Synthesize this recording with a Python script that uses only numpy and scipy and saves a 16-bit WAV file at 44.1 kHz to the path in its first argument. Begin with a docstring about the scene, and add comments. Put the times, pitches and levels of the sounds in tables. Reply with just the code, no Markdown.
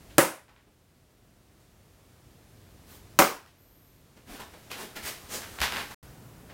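"""A small room, microphone close to a plastic electronic dartboard. Two soft-tip darts smack in,
each driving a segment against the ringing cabinet. The thrower walks up with scuffing steps and
rustling clothes, then pulls the darts out with a run of clicks. The recorder's gain control ducks
at each hit and lets the room tone creep back up; near the end the sound drops out briefly."""
import sys
import numpy as np
from scipy import signal
from scipy.fft import rfft, irfft
from scipy.io import wavfile
from scipy.ndimage import uniform_filter1d

SR = 44100
rng = np.random.default_rng(int(sys.argv[2]) if len(sys.argv) > 2 else 0)


def inscribe(sig):
    """Save sig as 16-bit PCM at rate SR to the path in sys.argv[1].

    A 1-D sig is mono; a 2-D sig holds one channel per row.
    Samples are clipped to [-1, 1] before scaling.
    """
    pcm = np.round(np.clip(np.atleast_2d(sig).T, -1, 1) * 32767)
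    wavfile.write(sys.argv[1], SR, pcm.astype(np.int16))


N = 288281
T = np.arange(N) / SR
DROPOUT_START_S, DROPOUT_END_S = 5.945, 6.028


def dart(index):
    """Close up, dart 0 or 1 drives a segment into the cabinet, which rings according to the spot hit."""
    # the tip lands, the segment bottoms out and rebounds: start_s, dart_index, tick_db, knock_db
    contacts = [(0.1819, 0, 2.5, 0.5), (0.1882, 0, -8.5, 1.5), (0.1917, 0, -11.5, -4),
                (3.1890, 1, -3.5, -3.5), (3.1920, 1, -6, -3), (3.2005, 1, -7.5, -5), (3.2209, 1, -17, -2.5)]
    # spectrum of each dart's smack: frequency_hz, level_db
    first_colour = [(50, -26), (100, -18.5), (150, -8.5), (230, -10.5), (315, -2), (430, -8.5), (560, -2.5),
                    (680, -8.5), (950, -9), (1450, -9), (1900, -12), (4200, -23.5), (9500, -16.5),
                    (14000, -22.5)]
    second_colour = [(50, -25.5), (100, -19), (140, -10.5), (240, -6), (330, -3.5), (450, -4.5),
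                     (580, -8.4), (1150, -2.5), (1800, -10), (2300, -11), (3700, -17), (5700, -14),
                     (11000, -18.5), (14500, -15.5)]
    # board and cabinet modes: pitch_hz, first_dart_db, second_dart_db
    board_modes = [(143.5, -12.5, -13.5), (187, -10.5, -7.5), (313, 2, -5), (501, -6, -19), (540, 4, 0),
                   (573.6, -5.5, 4), (588, -13, -2), (765, -19, 3.5), (937, -4.5, -3), (983, -3, -1.5),
                   (910, -1.5, -5.5), (1025, -15, -9), (1155, -8.5, -3), (1142, -15, -4), (1230, -11.5, -4),
                   (1303, -24, -5), (1498, -9.5, -7), (1494, -5, -2.5), (2012, -22.5, -23.5),
                   (2060, -13.5, -15.5), (2117, -11.5, -5.5), (2211, -15, -15.5), (2230, -24, -29),
                   (2270, -20.5, -10.5)]
    # the segment bouncing on its rubber mat: pitch_hz, t60_s, first_dart_db, second_dart_db
    segment_modes = [(323, 0.061, 0.5, -8.5), (555, .06, -3.5, -12.5)]
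    own_contacts = [row for row in contacts if round(row[1]) == index]
    landing_s = own_contacts[0][0]
    smack = sum(blow(start_s, tick_db, knock_db, tick_t60_s=0.032, knock_t60_s=0.03,
                     split_hz=2200, tick_echo_db=-3, knock_echo_db=-5)
                for start_s, _, tick_db, knock_db in own_contacts)
    smack = undb(-1) * colour(smack, (first_colour, second_colour)[index])
    t = np.arange(SR // 2) / SR
    ring = sum(undb(spot_db[index]) * np.sin(2 * np.pi * (hz * t + rng.random()))
               for hz, *spot_db in board_modes)
    ring *= decay(t, t60_s=0.22) * (1 - np.exp(-t / 0.0051))
    bounce = sum(undb(spot_db[index]) * np.sin(2 * np.pi * hz * t) * decay(t, t60_s)
                 for hz, t60_s, *spot_db in segment_modes)
    body = band(undb(-10.5) * ring + bounce, 110, "high")  # keeps deep rumble out of ring and bounce
    return smack + place(body, landing_s)


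def blow(start_s, tick_db, knock_db, tick_t60_s, knock_t60_s, split_hz, tick_echo_db, knock_echo_db):
    """A bright tick over the lower knock of the plastic behind it, each echoed by the room."""
    tick_echo = undb(tick_echo_db) * reflections()
    tick = band(burst(tick_t60_s) + tick_echo, split_hz, "high")
    knock = band(burst(knock_t60_s) + undb(knock_echo_db) * reflections(), split_hz, "low")
    full_scale = np.sqrt(0.01 * SR)  # the energy of 10 ms at rms 1
    return place(full_scale * (undb(tick_db) * tick + undb(knock_db) * knock), start_s)


def burst(t60_s, size=24000):
    """Dying chatter of a contact: even in spectrum, energy 1."""
    t = np.arange(size) / SR
    chatter = rng.standard_normal(size) * decay(t, t60_s)
    for _ in range(4):
        flattened = irfft(np.exp(1j * np.angle(rfft(chatter))))
        chatter = flattened * (t < t60_s)
    return chatter / np.linalg.norm(chatter)


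def dart_clicks(snap_s=5.6159, rebound_s=0.0056, rebound_loss_db=6.5):
    """Darts tap each other; one tip snaps out of its hole and the shaft chatters, weaker each time."""
    # light plastic clicks of darts and segments: start_s, level_db, tick_over_knock_db
    light_clicks = [(.482, -53, -14), (.563, -49.5, -12), (3.462, -54, 6.5), (4.7157, -38.5, 5.5),
                    (4.964, -51, 9), (5.4193, -43.5, 4), (5.5871, -38, -17), (5.6039, -43.5, 14),
                    (5.722, -33.5, -0.5), (5.7609, -33, -5), (5.769, -36, 2), (6.499, -56.5, -20)]
    # spectrum of the clicks: frequency_hz, level_db
    click_colour = [(59, -31), (100, -3), (166, -11), (229, -1), (260, -13), (768, -2.5), (1100, 1),
                    (1170, -3.5), (1520, 2), (2370, -1), (3120, -3), (8460, -19), (15000, -19),
                    (16000, -40)]
    snap = [(snap_s + k * rebound_s, -25.5 - k * rebound_loss_db, 3.5) for k in range(4)]
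    clicks = sum(blow(start_s, db + tick_db, db, tick_t60_s=0.0057, knock_t60_s=0.0128,
                      split_hz=4130, tick_echo_db=4, knock_echo_db=3)
                 for start_s, db, tick_db in light_clicks + snap)
    return colour(clicks, click_colour)


def thrower(split_hz=4000, rub_edge_ratio=1.16):
    """Soles and cloth slip in swells of fine grains; a footfall also thuds through the floor."""
    # spectra of the rubbing and of the floor under a step: frequency_hz, level_db
    scuff_colour = [(88, -37), (150, -4.5), (226, -1.5), (448, -0.5), (475, -2), (730, -3), (805, -1),
                    (941, -4.5), (1530, -4), (5150, -10.5), (6390, -12.5), (14800, -14.5), (16000, -20)]
    footfall_colour = [(25, -5.5), (45, -4), (90, -0.5), (150, -11.5), (250, -7.5), (450, -6.5),
                       (900, -12.5), (2000, -29.5), (6000, -48)]
    rub_power, fizz_power, thud_power, rasp = np.zeros((4, N))
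    grains = unit(rng.standard_normal(N) * undb(2.1 * np.minimum(rng.exponential(size=N), 6)))
    for swell, treble_db, thud_db, hz in movements():
        rub_power += swell ** 2
        fizz_power += (undb(treble_db) * swell) ** 2
        thud_power += (undb(thud_db) * swell) ** 2
        hollow_hz = [hz / rub_edge_ratio, hz * rub_edge_ratio]  # each rub has its own resonance
        rasp += swell * unit(band(np.roll(grains, SR), hollow_hz, "band", order=1))
    rub = np.sqrt(rub_power) * band(grains, split_hz, "low")
    fizz = np.sqrt(fizz_power) * band(grains[::-1], split_hz, "high")
    floor = np.sqrt(thud_power) * colour(rng.standard_normal(N), footfall_colour)
    direct = undb(-3) * colour(rub + fizz, scuff_colour) + undb(-6.5) * rasp + undb(1.5) * floor
    return direct + undb(-7) * convolve(direct, reflections())


def movements(walk_start_s=4.28, walk_s=1.5, throw_line_m=2.47, arrival_m=0.67):
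    """Taps, swishes and the rustle of the walk, each as: swell, treble_db, thud_db, pitch_hz."""
    # short dull taps, and a faint low rumble after the first dart: start_s, level_db, treble_db, pitch_hz
    tap_cues = [(.09, -53, -4.5, 3000), (.478, -44, -15, 995), (.66, -53, -20, 300),
                (4.156, -47.5, -5, 260), (4.387, -33.5, -3.5, 935), (4.523, -42.5, -9, 540),
                (4.699, -33.5, -1, 2680), (4.951, -33.5, -0.5, 1980), (5.895, -42, -1, 920),
                (6.485, -46.5, -20, 646)]
    # longer swishes of a sleeve or a sliding sole: start_s, hold_s, level_db, treble_db, pitch_hz
    swish_cues = [(1.56, 0.0048, -63, 6, 8000), (2.852, .045, -52, 4.5, 13000),
                  (4.253, 0.057, -39.5, -0.5, 260), (4.748, 0.022, -35, 0.5, 430),
                  (5.014, 0.014, -34.5, 7, 2040), (5.284, 0.019, -33.5, 3, 6400),
                  (5.57, 0.028, -42, 1, 3480), (5.694, 0.071, -39.5, -3.5, 1610)]
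    taps = [(undb(db) * stroke(start_s, rise_s=0.017, hold_s=0, fade_s=0.062), treble_db, -16, hz)
            for start_s, db, treble_db, hz in tap_cues]
    swishes = [(undb(db) * stroke(start_s, rise_s=0.057, hold_s=hold_s, fade_s=0.068), treble_db, -22, hz)
               for start_s, hold_s, db, treble_db, hz in swish_cues]
    # the clothes grow louder as they near the microphone
    distance_m = np.interp(T, [walk_start_s, walk_start_s + walk_s], [throw_line_m, arrival_m])
    rustle = undb(-50.5) / distance_m * stroke(walk_start_s, rise_s=0.08, hold_s=1.41, fade_s=0.35)
    return taps + swishes + [(rustle, 5.5, -6.5, 1360)]


def stroke(start_s, rise_s, hold_s, fade_s):
    """Attack, hold and release of one swell."""
    attack = np.clip((T - start_s) / rise_s, 0, 1)
    return attack * np.exp(-2 * np.maximum(T - start_s - rise_s - hold_s, 0) / fade_s)


def thumps(push_s=0.014):
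    """A soft push sets a heavy panel swinging for a few cycles."""
    # dull bumps of a heel and of the cabinet against the wall: start_s, pitch_hz, level_db, t60_s
    bumps = [(4.298, 33.6, -29, 0.13), (5.02, 66, -36, 0.22), (5.598, 65, -25.5, 0.2)]
    t = np.arange(SR // 2) / SR
    push = 1 - np.exp(-(t / push_s) ** 2)
    return sum(place(undb(db) * np.sin(2 * np.pi * hz * t) * decay(t, t60_s) * push, start_s)
               for start_s, hz, db, t60_s in bumps)


def thin_hiss(start_s=3.56, length_s=0.55):
    """Two faint, very high bands of hiss fade away after the second dart."""
    fade = np.clip((T - start_s) / 0.047, 0, 1) * np.clip((start_s + length_s - T) / 0.3, 0, 1)
    lower = unit(band(rng.standard_normal(N), [12200, 13300], "band"))
    upper = unit(band(rng.standard_normal(N), [13700, 14300], "band"))
    return fade * (undb(-61) * lower + undb(-65) * upper)


def reflections(build_s=0.0091, size=24000):
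    """Echoes off the near walls build up and die away, octave by octave; energy 1."""
    # decay of the room: frequency_hz, t60_s
    room_decay = [(100, 0.25), (400, 0.31), (1300, 0.34), (4000, 0.34), (14000, .29)]
    t = np.arange(size) / SR
    spectrum = rfft(rng.standard_normal(size))
    hz = np.arange(size // 2 + 1) * SR / size
    octave = np.round(np.log2(np.clip(hz, 64, 16384)))
    tail = sum(irfft(spectrum * (octave == k)) * decay(t, on_log_axis(2 ** k, room_decay))
               for k in np.unique(octave))
    tail *= 1 - np.exp(-(t / build_s) ** 2)
    return tail / np.linalg.norm(tail)


def room_tone():
    """Low room rumble with a smooth hiss, fuller after the dropout."""
    # room tone before and after the dropout: frequency_hz, level_db
    early_colour = [(15, -46.5), (25, -13.5), (44, -1), (108, -0.5), (200, -7.5), (317, -9.5), (489, -14),
                    (659, -15), (818, -19), (1040, -20), (2480, -24.5), (14400, -31), (16000, -32)]
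    late_colour = [(15, -42), (25, -18), (53, -3.5), (92, -8.5), (127, 0.5), (170, -7), (416, -14.5),
                   (677, -18.5), (4030, -33), (14800, -34), (16000, -33.5)]
    early = undb(-52) * colour(rng.standard_normal(N), early_colour)
    late = undb(-49.5) * colour(rng.standard_normal(N), late_colour)
    return np.where(T < DROPOUT_START_S, early, late)


def undb(db):
    """Decibels to gain."""
    return 10 ** (np.asarray(db) / 20)


def unit(x):
    """Scale to rms 1."""
    return x / np.sqrt(np.mean(x ** 2))


def decay(t, t60_s):
    """Envelope that falls 60 dB in t60_s."""
    return np.exp(-np.log(1000) * t / t60_s)


def place(sound, start_s):
    """Put a short sound on the time line."""
    return np.concatenate([np.zeros(int(start_s * SR)), sound, np.zeros(N)])[:N]


def on_log_axis(hz, points):
    """Read (frequency_hz, value) points on a log-frequency axis."""
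    point_hz, value = np.transpose(points)
    return np.interp(np.log(np.maximum(hz, 1)), np.log(point_hz), value)


def convolve(x, response):
    """Filter by an impulse response."""
    return signal.fftconvolve(x, response)[:N]


def colour(x, points, size=4096):
    """Minimum-phase filter with the given spectrum; white noise keeps its power."""
    hz = np.arange(size // 2 + 1) * SR / size
    cepstrum = irfft(np.log(undb(on_log_axis(hz, points))))
    cepstrum[1:size // 2] *= 2
    cepstrum[size // 2 + 1:] = 0
    response = irfft(np.exp(rfft(cepstrum)))
    return convolve(x, response / np.linalg.norm(response))


def band(x, hz, kind, order=2):
    """Butterworth filter."""
    return signal.sosfilt(signal.butter(order, hz, kind, fs=SR, output="sos"), x)


def gain_control(x, ceiling_db, release_db_per_s):
    """The recorder turns down at once when the level passes the ceiling, then recovers steadily."""
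    level_db = 10 * np.log10(np.maximum(uniform_filter1d(x ** 2, size=220), 1e-12))
    excess_db = np.maximum(level_db - ceiling_db, 0)
    recovery_db = release_db_per_s * T
    cut_db = np.maximum.accumulate(excess_db + recovery_db) - recovery_db
    return x * undb(-cut_db)


def scene():
    """Everything that reaches the one microphone by the board."""
    return (dart(0) + dart(1) + thrower() + thumps() + dart_clicks() + thin_hiss() + room_tone())[None]


def record(dry, peak_limit=0.85, top_hz=16100):
    """The recorder: gain control and a steep top cut, with peaks kept softly below full scale; near the end the
    sound also drops out briefly."""
    ducked = gain_control(dry[0], ceiling_db=-9, release_db_per_s=4)
    rounded = peak_limit * np.tanh(ducked / peak_limit)
    live = (T < DROPOUT_START_S) | (T > DROPOUT_END_S)
    top_cut = signal.ellip(10, 0.2, 80, top_hz, fs=SR, output="sos")
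    return signal.sosfilt(top_cut, rounded * live)[None]


dry = scene()
out = record(dry)
inscribe(out)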